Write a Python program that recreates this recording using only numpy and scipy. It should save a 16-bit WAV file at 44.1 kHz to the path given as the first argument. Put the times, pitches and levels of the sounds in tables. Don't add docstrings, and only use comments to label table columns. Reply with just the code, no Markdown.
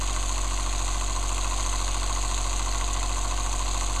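import sys
import numpy as np
from scipy import signal
from scipy.fft import rfft, irfft, next_fast_len
from scipy.io import wavfile
from scipy.ndimage import map_coordinates

SR = 44100
rng = np.random.default_rng(int(sys.argv[2]) if len(sys.argv) > 2 else 0)


def dump_mix(stems):
    frames = np.atleast_2d(stems).T
    limited = np.clip(frames, -1, 1)
    pcm = np.round(limited * 32767).astype(np.int16)
    wavfile.write(sys.argv[1], SR, pcm)


N = 176400
TIME = np.arange(N) / SR
MAINS_HZ = 60


def amp(db):
    return 10 ** (np.asarray(db) / 20)


def unit(x):
    return x / np.sqrt(np.mean(x ** 2) + 1e-20)


def curve(rows):
    return np.interp(TIME, *np.transpose(rows))


def wobble(knots_per_s):
    return map_coordinates(rng.standard_normal(400), [TIME * knots_per_s], mode="mirror")


def filtered(x, response):
    size = 2 * next_fast_len(N // 2 + 8192)
    return irfft(rfft(x, size) * response(np.fft.rfftfreq(size, 1 / SR)), size)[:N]


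def coloured(x, points):
    def response(hz):
        point_hz, db = np.transpose(points)
        cepstrum = irfft(np.log(amp(np.interp(np.log(hz + 1), np.log(point_hz), db))))
        return np.exp(rfft(2 * cepstrum[:len(cepstrum) // 2], len(cepstrum)) - cepstrum[0])
    return unit(filtered(x, response))


def blows(turn, angle, sway_db, hardest, scatter_db, jitter_s, shift_s=0):
    turns = np.arange(190) + angle
    chance = rng.standard_normal((len(turns), 2))
    due_s = np.interp(turns, turn, TIME, left=-1, right=-1)
    beat = 2 * np.pi * (MAINS_HZ * due_s - turns - hardest)
    strength = amp(sway_db * np.cos(beat) + scatter_db * chance[:, 0])
    at = np.round((due_s - shift_s * np.sin(beat) + jitter_s * chance[:, 1]) * SR).astype(int)
    inside = (at >= 0) & (at < N)
    return np.bincount(at[inside], strength[inside], N)


# frequency in Hz, relative level in
# dB.
RUMBLE_SPECTRUM = [(10, -2), (35, 0), (70, -9), (150, -17), (330, -16), (500, -24), (3000, -60)]

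def body_rumble():
    return amp(-49) * coloured(rng.standard_normal(N), RUMBLE_SPECTRUM)


def room_reflections(x, level_db=-14, t60_s=.16):
    t = np.arange(SR // 4) / SR
    tail = rng.standard_normal(len(t)) * 1000 ** (-t / t60_s) * (t > .003)
    return amp(level_db) * signal.fftconvolve(x, tail / np.linalg.norm(tail))[:N]


# frequency in Hz, relative level in dB.
RUB_SPECTRUM = [(150, -33), (450, 2.5), (700, 10.5), (1100, 4.5), (1750, -1.5), (2700, 4.5), (4200, -3),
                (6500, 1), (8200, 3), (10000, -15.5), (12000, -19), (15000, -22)]

def rubbing(turn, sway_db=1.5, loudest_turn=.75):
    pressure = amp(sway_db * np.cos(2 * np.pi * (turn - loudest_turn)))
    return amp(-39.5) * coloured(pressure * rng.standard_normal(N), RUB_SPECTRUM)


# multiple of the shaft speed, rms level in dB.
SHAKE_HARMONICS = [(1, -28), (2, -43), (3, -53), (4, -64.5), (5, -55), (6, -52), (7, -52.5), (8, -53),
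                   (9, -65.5)]

def body_shake(turn, spread_turns=.018):
    (_, swing_db), *overtones = SHAKE_HARMONICS
    swing = amp(swing_db) * np.cos(2 * np.pi * turn)
    thump = sum(amp(db) * np.sin(2 * np.pi * k * (turn + spread_turns * rng.standard_normal()))
                for k, db in overtones)
    return np.sqrt(2) * (swing - thump)


# multiple of the shaft speed, multiple of the mains
# frequency added to it, rms level in dB halfway through.
HUM_TONES = [(0, 1, -50.5), (0, 2, -58.5), (1, 1, -53), (4, 1, -58), (6, 1, -61), (9, 1, -59), (10, 1, -59),
             (14, 1, -50), (13, 2, -49.5)]

def motor_hum(turn, swell_cycles=.58, rise_db_per_s=.8):
    beat = MAINS_HZ * TIME - turn - swell_cycles
    shaft = turn + rng.random()
    hum = sum(amp(db) * np.cos(2 * np.pi * ((k + m) * shaft + m * beat)) for k, m, db in HUM_TONES)
    return np.sqrt(2) * amp(rise_db_per_s * (TIME - N / SR / 2)) * hum


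# shaft angle in turns, relative strength in dB.
KNOCKS_PER_TURN = [(.0, 0.5), (.25, -16), (0.438, -4.5), (0.552, 2), (.76, -8.5), (0.892, -5)]
# time in seconds, gain in dB.
KNOCK_FORCE = [(0, -2.2), (1.2, -2.1), (1.5, -1), (2.6, -1.27), (4, -1.5)]
# frequency in Hz, width in Hz, relative level in dB.
HOUSING_MODES = [(525.7, 178, -26.5), (623, 100, -11), (721.3, 21, -9), (853.7, 13.3, -6), (1024, 46, 3),
                 (1069, 42.6, 1.5), (1107.7, 33.5, -0.5), (1215, 37, -10.5), (1414, 27, -14.5),
                 (1535, 20, -14)]

def housing_knocks(turn):
    def housing(f):
        return sum((-1) ** k * amp(db) * 1j * f * width / (hz * hz - f * f + 1j * f * width)
                   for k, (hz, width, db) in enumerate(HOUSING_MODES))
    hits = np.zeros(N)
    for angle, db in KNOCKS_PER_TURN:
        hits += amp(db) * blows(turn, angle, sway_db=6.5, hardest=.27, scatter_db=.8,
                                jitter_s=.00006, shift_s=.00016)
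    return amp(-36.5 + curve(KNOCK_FORCE)) * unit(filtered(hits, housing))


# shaft angle in turns, relative
# clack, click and tick levels in dB, seconds for the chatter to fall 60 dB, sway with the beat
# in dB, point of the beat where it hits hardest in cycles.
METAL_CONTACTS = [(.0, -9.5, -8, -0.5, 0.021, 2.5, 0.82), (.2, -15, -2, 3, 0.0056, 3.5, 0.78),
                  (.44, -3.5, -5.5, -1, 0.013, 4, 0.2), (.495, 2, -3, -1.5, .012, 5.5, 0.19),
                  (.6, -6, -7, -3, 0.016, 2.5, 0.17), (.72, -6.5, -6, -3.5, 0.032, 2.5, 0.19),
                  (.905, -7, 1.5, -3.5, 0.013, 3, 0.69), (0.949, -13, -5, -7, 0.017, 1.5, .8)]
# frequency in Hz, relative level in dB.
CLACK_SPECTRUM = [(600, -17), (1400, 3), (1740, -10.5), (2060, 4), (2260, -10.5), (2620, 3), (3000, -5.5),
                  (3600, -7), (5000, -8), (15000, -53)]
CLICK_SPECTRUM = [(1500, -22), (2800, -12), (3200, -2), (3900, 0.5), (4070, 4), (4500, 2), (5200, -13.5),
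                  (7000, -2.5), (15000, -45)]
TICK_SPECTRUM = [(3000, -30.5), (5000, -32.5), (6000, -1), (6600, 5), (7100, -1.5), (8200, -3), (9600, -16),
                 (10300, -15), (11800, -26.5), (12700, -24.5), (15000, -67)]
# time in seconds, gain in dB.
RATTLE_GAIN = [(0, -0.2), (1.2, -1), (1.5, .6), (2.1, -0.5), (2.6, -0.5), (3.4, -2), (4, 0.5)]

def metal_rattle(turn):
    t = np.arange(SR // 30) / SR

    def layer(column, spectrum, level_db, hit_gain, rise_s, scatter_db):
        drive = np.zeros(N)
        for angle, *mix_db, chatter_s, sway_db, hardest in METAL_CONTACTS:
            hits = amp(mix_db[column]) * blows(turn, angle, sway_db, hardest, scatter_db, jitter_s=.00025)
            envelope = 1000 ** (-t / chatter_s) * (1 - np.exp(-t / rise_s))
            chatter = signal.oaconvolve(hits, envelope / envelope.max())[:N] * rng.standard_normal(N)
            drive += hit_gain * hits + chatter
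        wander_db = .6 * wobble(knots_per_s=11)
        return amp(level_db + wander_db) * coloured(drive, spectrum)

    clack = layer(0, CLACK_SPECTRUM, level_db=-43, hit_gain=4, rise_s=.0001, scatter_db=.6)
    click = layer(1, CLICK_SPECTRUM, level_db=-40, hit_gain=2.5, rise_s=.0002, scatter_db=1.2)
    tick = layer(2, TICK_SPECTRUM, level_db=-36.5, hit_gain=2.5, rise_s=.0003, scatter_db=2.2)
    return amp(curve(RATTLE_GAIN)) * (clack + click + tick)


# time in seconds, speed in turns a second.
SHAFT_SPEED = [(0.0, 46.006), (0.31, 45.996), (0.62, 46.032), (0.92, 46.005), (1.23, 45.964),
               (1.54, 46.047), (1.85, 46.115), (2.15, 46.141), (2.46, 46.084), (2.77, 46.054),
               (3.08, 46.085), (3.38, 46.096), (3.69, 46.113), (4.0, 45.939)]

def scene():
    turn = .02 + np.cumsum(curve(SHAFT_SPEED)) / SR
    metal = metal_rattle(turn) + rubbing(turn)
    rumble = body_rumble()
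    body = body_shake(turn) + motor_hum(turn) + housing_knocks(turn)
    return np.tile(rumble + room_reflections(metal) + body + metal, (2, 1))


def record(dry):
    notch_hz, width_hz, top_hz, offset = 5482, 840, 15050, .0208

    def microphone(f):
        notch = (notch_hz ** 2 - f * f) / (notch_hz ** 2 - f * f + 1j * f * width_hz)
        return notch * (f < top_hz)
    return np.array([filtered(channel, microphone) for channel in dry]) + offset


dry = scene()
out = record(dry)
dump_mix(out)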